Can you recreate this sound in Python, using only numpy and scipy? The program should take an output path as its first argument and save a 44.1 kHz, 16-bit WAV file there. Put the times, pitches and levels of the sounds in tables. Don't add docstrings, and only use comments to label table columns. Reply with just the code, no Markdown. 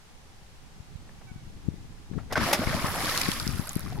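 import sys
import numpy as np
from scipy import signal
from scipy.fft import rfft, irfft, next_fast_len
from scipy.io import wavfile
from scipy.ndimage import uniform_filter1d, map_coordinates

SR = 44100
rng = np.random.default_rng(int(sys.argv[2]) if len(sys.argv) > 2 else 0)


def wrap_up_sound(samples):
    columns = np.atleast_2d(samples).T
    tamed = np.clip(columns, -1, 1)
    steps = np.round(tamed * 32767).astype(np.int16)
    wavfile.write(sys.argv[1], SR, steps)


N = 4 * SR


def amp(db):
    return 10 ** (np.asarray(db) / 20)


def unit(x):
    return x / np.sqrt(np.mean(x ** 2) + 1e-20)


def along(points, hz):
    f, values = np.transpose(points)
    return np.interp(np.log(hz + 1), np.log(f + 1), values)


def clock():
    return np.arange(N) / SR


def faders(rows):
    times, *columns = np.transpose(rows)
    return np.array([np.interp(clock(), times, column) for column in columns])


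def wobble(rate):
    return map_coordinates(rng.standard_normal(2048), [clock() * rate], mode="wrap")


def pan(pan_db):
    return unit(amp([[pan_db / 2], [-pan_db / 2]]))


def filtered(x, response):
    size = next_fast_len(x.shape[-1] + 4096)
    hz = np.fft.rfftfreq(size, 1 / SR)
    return irfft(rfft(x, size) * response(hz), size)[..., :x.shape[-1]]


def hiss(image, size):
    angle = lambda hz: np.arccos(np.clip(along(image, hz), -1, 1)) / 2
    mid_side = lambda hz: np.array([np.cos(angle(hz)), np.sin(angle(hz))])
    mid, side = filtered(rng.standard_normal((2, size)), mid_side)
    return unit(np.array([mid + side, mid - side]))


def noise_bed(eq, image):
    return unit(filtered(hiss(image, N), lambda hz: amp(along(eq, hz))))


def add(out, start, sound):
    part = out[:, max(round(start * SR), 0):][:, :sound.shape[-1]]
    part += sound[..., :part.shape[1]]


def grains(starts, hz, gain, cycles, lag_s, size):
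    lag = lag_s * rng.standard_normal((len(starts), 1)) / 2
    index = (starts[:, None] * SR).astype(int) + np.arange(size)
    out = []
    for side in (-1, 1):
        turns = np.maximum(np.arange(size) / SR - lag_s + side * lag, 0) * hz[:, None]
        phase = 2 * np.pi * turns * (1 + 0.032 * turns / cycles)
        wave = gain[:, None] * np.exp(-turns / cycles) * np.sin(phase)
        out.append(np.bincount(index.ravel(), wave.ravel(), N)[:N])
    return unit(np.array(out))


# f/Hz, gain/dB
AIR_EQ = [(320, -5), (550, -3), (606, -6.5), (802, -1), (872, -3.5), (1520, -7), (1660, -7), (5990, -12),
          (11600, -20.5), (15500, -33.5)]
def air(level_db=-56.5):
    return amp(level_db) * noise_bed(AIR_EQ, image=[(60, 0.49), (380, 0.58), (2380, -0.038), (15000, 0.05)])


# t/s, left level/dB, right level/dB
GUSTS = [(0, -62, -58), (.85, -54, -53.5), (.98, -57, -43.5), (1.08, -49, -50), (1.4, -51, -49.5),
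         (1.68, -40.5, -49.5), (2.06, -53, -49), (2.17, -26.5, -56), (2.27, -45.5, -48), (2.42, -29.5, -45),
         (2.55, -44, -39), (2.67, -29.5, -35), (2.9, -39, -38), (3.2, -42.5, -40.5), (3.4, -38, -40),
         (3.56, -28, -45.5), (3.7, -46, -46), (3.87, -35, -43.5), (3.96, -31, -43.5)]
# f/Hz, gain/dB
RUMBLE_EQ = [(20, -1), (50, -5), (90, -8.5), (200, -23.5), (800, -61)]
FLUTTER_EQ = [(20, -1.5), (45, -4.5), (80, -0.5), (150, 0), (260, -8.5), (420, -18), (700, -39),
              (5000, -110)]
def wind(rumble_db=-20, rumble_swell=0.58, lump_db=3):
    gust_db = faders(GUSTS)
    rumble = noise_bed(RUMBLE_EQ, image=[(50, 0.15), (300, 0.3)])
    flutter = noise_bed(FLUTTER_EQ, image=[(50, 0.1), (300, 0.58)])
    lumps = amp(lump_db * np.array([wobble(35), wobble(35)]))
    return amp(rumble_db + rumble_swell * gust_db) * rumble + amp(gust_db) * unit(flutter * lumps)


# t/s, level/dB, f/Hz, pan/dB
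PUFF_CUES = [(.806, -29, 93, 18), (0.959, -24, 98, -30), (1.317, -27, 142, 24), (1.362, -27.5, 149, 15),
             (1.687, -9, 178, 42), (1.741, -24.5, 207, 26), (2.115, -20, 205, 25), (2.18, -19, 215, 34),
             (2.382, -13, 216, 18), (2.674, -10.5, 156, 23), (2.749, -12.5, 151, 23), (2.845, -13, 170, 40),
             (3.289, -9, 221, 33), (3.469, -14.5, 199, 28), (3.493, -14.5, 132, 26),
             (3.597, -11.5, 165, 25), (3.765, -10.5, 198, 32)]
def puffs(order=4.15, lean_rad=1.0, core=0.18, core_ratio=1.9):
    out, t = np.zeros((2, N)), np.arange(-(SR // 30), SR // 30) / SR
    swing = lambda phase: np.real(np.exp(-1j * lean_rad) / (1 - 1j * phase / order) ** order)
    for centre, db, hz, pan_db in PUFF_CUES:
        phase = 2 * np.pi * hz * t
        eddy = (swing(phase) + core * swing(core_ratio * phase)) / (1 + core)
        add(out, centre + t[0], amp(db) * eddy * pan(pan_db) / pan(pan_db).max())
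    return out


# t/s, attack/s, hold/s, t60/s, level/dB, low-pass/Hz
STROKE_CUES = [(1.091, 0.0012, 0.0034, 0.024, -49.5, 1300), (1.209, 0.0036, 0.0088, 0.036, -54.5, 1400),
               (2.134, .001, 0.0028, 0.07, -50.5, 1600), (2.179, 0.0012, 0.01, 0.18, -48.5, 1200),
               (2.293, 0.022, .003, 0.029, -36.5, 1200), (2.322, 0.00084, 0.0028, 0.02, -26, 790),
               (2.323, 0.0029, 0.0058, 0.069, -29.5, 6660), (2.354, 0.0023, 0.025, 0.031, -28.5, 2080),
               (2.373, 0.0027, 0.0023, 0.026, -20.5, 1800), (2.508, 0.0036, .006, 0.031, -26.5, 1700),
               (2.525, 0.0062, 0.0043, 0.044, -17, 12800), (2.543, 0.00071, .002, 0.083, -23.5, 7000),
               (2.858, 0.0025, 0.0056, 0.04, -33.5, 2400)]
# f/Hz, gain/dB
STROKE_EQ = [(150, -47), (250, -21), (563, -1.5), (809, -3), (1030, -7), (2090, -3.5), (2620, -11),
             (3700, -8.5), (4320, -13), (5220, -6.5), (7510, -17.5), (11600, -9.5), (15500, -18)]
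# f/Hz, correlation
STROKE_IMAGE = [(60, -0.17), (180, 0.84), (550, 0.97), (1650, 0.76), (4970, 0.71), (15000, -0.046)]
def strokes():
    out, t = np.zeros((2, N)), np.arange(SR // 5) / SR
    for start, attack, hold, t60, db, cutoff_hz in STROKE_CUES:
        colour = lambda hz: amp(along(STROKE_EQ, hz)) / np.sqrt(1 + (hz / cutoff_hz) ** 3)
        burst = unit(filtered(hiss(STROKE_IMAGE, len(t)), colour))
        decay_db = 60 * np.maximum(t - attack - hold, 0) / t60
        add(out, start, burst * np.minimum(t / attack, 1) ** 2 * amp(db - decay_db))
    return out


# t/s, f/Hz, level/dB, t60/s
PLIP_CUES = [(1.091, 474, -48, 0.037), (2.186, 1260, -34.5, 0.027), (2.356, 1497, -20, 0.07),
             (2.367, 1070, -15, 0.025), (2.372, 604, -22, 0.049), (2.513, 1406, -29, 0.075),
             (2.531, 520, -21, 0.028), (2.593, 230, -19, .06), (2.618, 590, -22, .045),
             (2.634, 630, -20.5, 0.032), (2.71, 1490, -31, .05), (2.73, 580, -23.5, 0.039),
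             (2.843, 1027, -23.5, 0.081), (2.861, 1150, -29, .05), (3.035, 289, -26.5, 0.049),
             (3.115, 1790, -24, 0.053), (3.863, 1134, -30, 0.019), (3.923, 690, -32.5, 0.05),
             (3.976, 810, -37.5, 0.075)]
def plips(glide=0.31, rough_rad=0.26, attack_s=0.00067):
    out, t = np.zeros((2, N)), np.arange(SR // 10) / SR
    for start, hz, db, t60 in PLIP_CUES:
        jitter = rough_rad * unit(uniform_filter1d(rng.standard_normal(len(t)), size=60))
        phase = 2 * np.pi * hz * t * (1 + glide * t / t60 / 2) + jitter
        add(out, start, np.sin(phase) * (1 - np.exp(-t / attack_s)) * amp(db - 60 * t / t60))
    return out


# t/s, length/s, f/Hz, level/dB
BIRD_NOTES = [(1.271, 0.052, 768, -55), (1.338, 0.09, 769, -63)]
def bird(waver_rad=0.25, sag_hz_per_s=570, partials_db=(3, 2.5, 4.5)):
    out = np.zeros((2, N))
    for start, length, hz, db in BIRD_NOTES:
        t = np.arange(int(length * SR)) / SR
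        phase = 2 * np.pi * (hz - sag_hz_per_s * t / 2) * t + waver_rad * wobble(124)[:len(t)]
        tone = sum(amp(level) * np.sin(k * phase) for k, level in enumerate(partials_db, 1))
        envelope = np.sqrt(np.abs(np.sin(np.pi * t / length)))
        add(out, start, amp(db) * unit(tone) * envelope * pan(-9))
    return out


def sloshing(noise, patchy_db):
    spectra = signal.stft(noise, nperseg=512)[2]
    patches = uniform_filter1d(rng.standard_normal(spectra.shape[1:]), size=5, axis=0)
    patches = unit(uniform_filter1d(patches, size=4, axis=1))
    return unit(signal.istft(spectra * amp(patchy_db * patches), nperseg=512)[1][:, :N])


def patter(start, count, thinning_per_s=1.6):
    when, pitch, size = rng.random((count, 3)).T
    age = -np.log(1 - when) / thinning_per_s
    hz = 1500 + 13000 * pitch
    accent_db = np.minimum(-3.5 * np.log(size), 11)
    gain = np.sqrt(hz) * amp(accent_db) * np.exp(thinning_per_s * np.minimum(age, 2) / 2)
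    return grains(start + age, hz, gain, cycles=1.75, lag_s=0.00015, size=160)


def bubbling(start, count):
    when, pitch, size = rng.random((count, 3)).T
    hz = 450 * 6 ** pitch
    gain = hz ** 0.26 * amp(np.minimum(-3.5 * np.log(size), 10))
    return grains(start + when * (N / SR - start), hz, gain, cycles=6.63, lag_s=0.00006, size=1400)


# t/s, gurgle/dB, churn/dB, spray/dB, mist/dB
FALL_FADERS = [(2.39, -40, -29, -39.5, -54), (2.484, -35.5, -36.5, -42, -44.5),
               (2.568, -43, -38, -47.5, -52), (2.744, -40.5, -38.5, -43, -51),
               (2.904, -43.5, -38, -48.5, -46), (3.106, -42.5, -36.5, -38.5, -44),
               (3.21, -43.5, -38.5, -40, -44.5), (3.326, -50.5, -40, -43, -47),
               (3.48, -59, -46.5, -50, -52.5), (3.65, -54.5, -49.5, -54, -52.5),
               (3.882, -63, -53, -57.5, -62.5), (4.0, -53, -56, -63.5, -65)]
# low cut/Hz, high cut/Hz, trim/dB, pan/dB
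FALL_STRIPS = [(215, 860, 2.5, -2.5), (1000, 3360, 0.5, 3), (2680, 7200, 4.5, 0.7), (7270, 26000, 5, -6.5)]
# f/Hz, gain/dB
FALL_EQ = [(220, -1.5), (370, -1), (475, -6.5), (591, -3.5), (860, -3.5), (1250, 2.5), (2130, -4),
           (2780, -12.5), (5270, -10), (6160, -16.5), (8170, -19.5), (11300, -12), (15500, -25.5)]
# f/Hz, correlation
FALL_IMAGE = [(400, 0.96), (1200, 0.71), (2800, 0.097), (6000, 0.023), (14000, 0.15)]
def falling_water(start=2.36, attack_s=0.067):
    wash = sloshing(hiss(FALL_IMAGE, N), patchy_db=2) * amp(0.6 * wobble(90))
    water = wash + amp(-6) * patter(start, count=3000) + amp(-9) * bubbling(start, count=1000)
    gate = np.clip((clock() - start) / attack_s, 0, 1)
    out = np.zeros((2, N))
    for level_db, (low, high, trim_db, pan_db) in zip(faders(FALL_FADERS), FALL_STRIPS):
        rolloff = lambda hz: np.sqrt((1 + (low / (hz + 1)) ** 10) * (1 + (hz / high) ** 10))
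        band = filtered(water, lambda hz: amp(along(FALL_EQ, hz)) / rolloff(hz))
        out += band / band[:, gate > 0].std() * gate * amp(level_db + trim_db) * pan(pan_db)
    return out


# t/s, level/dB
GULP_FADER = [(2.365, -76), (2.385, -36.5), (2.44, -33.5), (2.49, -48), (2.535, -33.5), (2.565, -44),
              (2.62, -32.5), (2.69, -52), (2.76, -39.5), (2.9, -53), (3.15, -46), (3.5, -56.5)]
def gulps(count=130, centre_hz=252.3, spread_octaves=0.544):
    when, pitch, size = rng.random((count, 3)).T
    first, last = GULP_FADER[0][0], GULP_FADER[-1][0]
    starts = first + (np.arange(count) + when) / count * (last - first)
    hz = centre_hz * 2 ** (spread_octaves * (2 * pitch - 1))
    throb = grains(starts, hz, 1 + size, cycles=2.9, lag_s=0.0001, size=3000)
    active = throb[:, int(starts[0] * SR):int(starts[-1] * SR)]
    return amp(faders(GULP_FADER)) * throb / active.std()


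# t/s, level/dB, pan/dB, f/Hz
DROP_CUES = [(2.8658, -23.5, -8, 5360), (3.097, -21, -11, 3860), (3.176, -13.5, -3, 4330),
             (3.2146, -15.5, 0, 2170), (3.3164, -19, -1, 3230), (3.3989, -22, 6, 4260),
             (3.4765, -20.5, -7, 5000), (3.672, -30.5, -6, 10300), (3.6927, -25.5, 2, 7240),
             (3.7317, -30, 0, 9990), (3.755, -26.5, -14, 10600), (3.7698, -32, -2.5, 11000),
             (3.794, -28.5, -5, 11200), (3.8065, -32.5, -12, 11200)]
# f/Hz, gain/dB
DROP_EQ = [(1000, -8), (5200, 6.5), (8500, 3.5), (11500, 7.5), (15500, -8)]
def near_drops(attack_s=0.00025, t60_at_5khz=0.011, width=0.15, trim_db=-2, ring=0.5):
    out, t = np.zeros((2, N)), np.arange(SR // 30) / SR
    for start, db, pan_db, drop_hz in DROP_CUES:
        t60 = t60_at_5khz * np.sqrt(5000 / drop_hz)
        detune = lambda hz: (hz / drop_hz - drop_hz / (hz + 1)) / width
        colour = lambda hz: amp(along(DROP_EQ, hz)) / (1 + detune(hz) ** 2) ** 0.29
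        envelope = (1 - np.exp(-(t / attack_s) ** 2)) * amp(-60 * t / t60)
        bubble = np.sin(2 * np.pi * (drop_hz * t * (1 + 0.092 * t / t60) + rng.random((2, 1))))
        spit = unit(filtered(hiss(FALL_IMAGE, len(t)), colour))
        drop = (spit + ring * bubble) * envelope / envelope.max()
        add(out, start, drop * amp(db + trim_db) * pan(pan_db))
    return out


def scene():
    water = strokes() + gulps() + falling_water() + near_drops() + plips()
    return water + wind() + puffs() + bird() + air()


def record(dry):
    return filtered(dry, lambda hz: hz < 15870)


dry = scene()
out = record(dry)
wrap_up_sound(out)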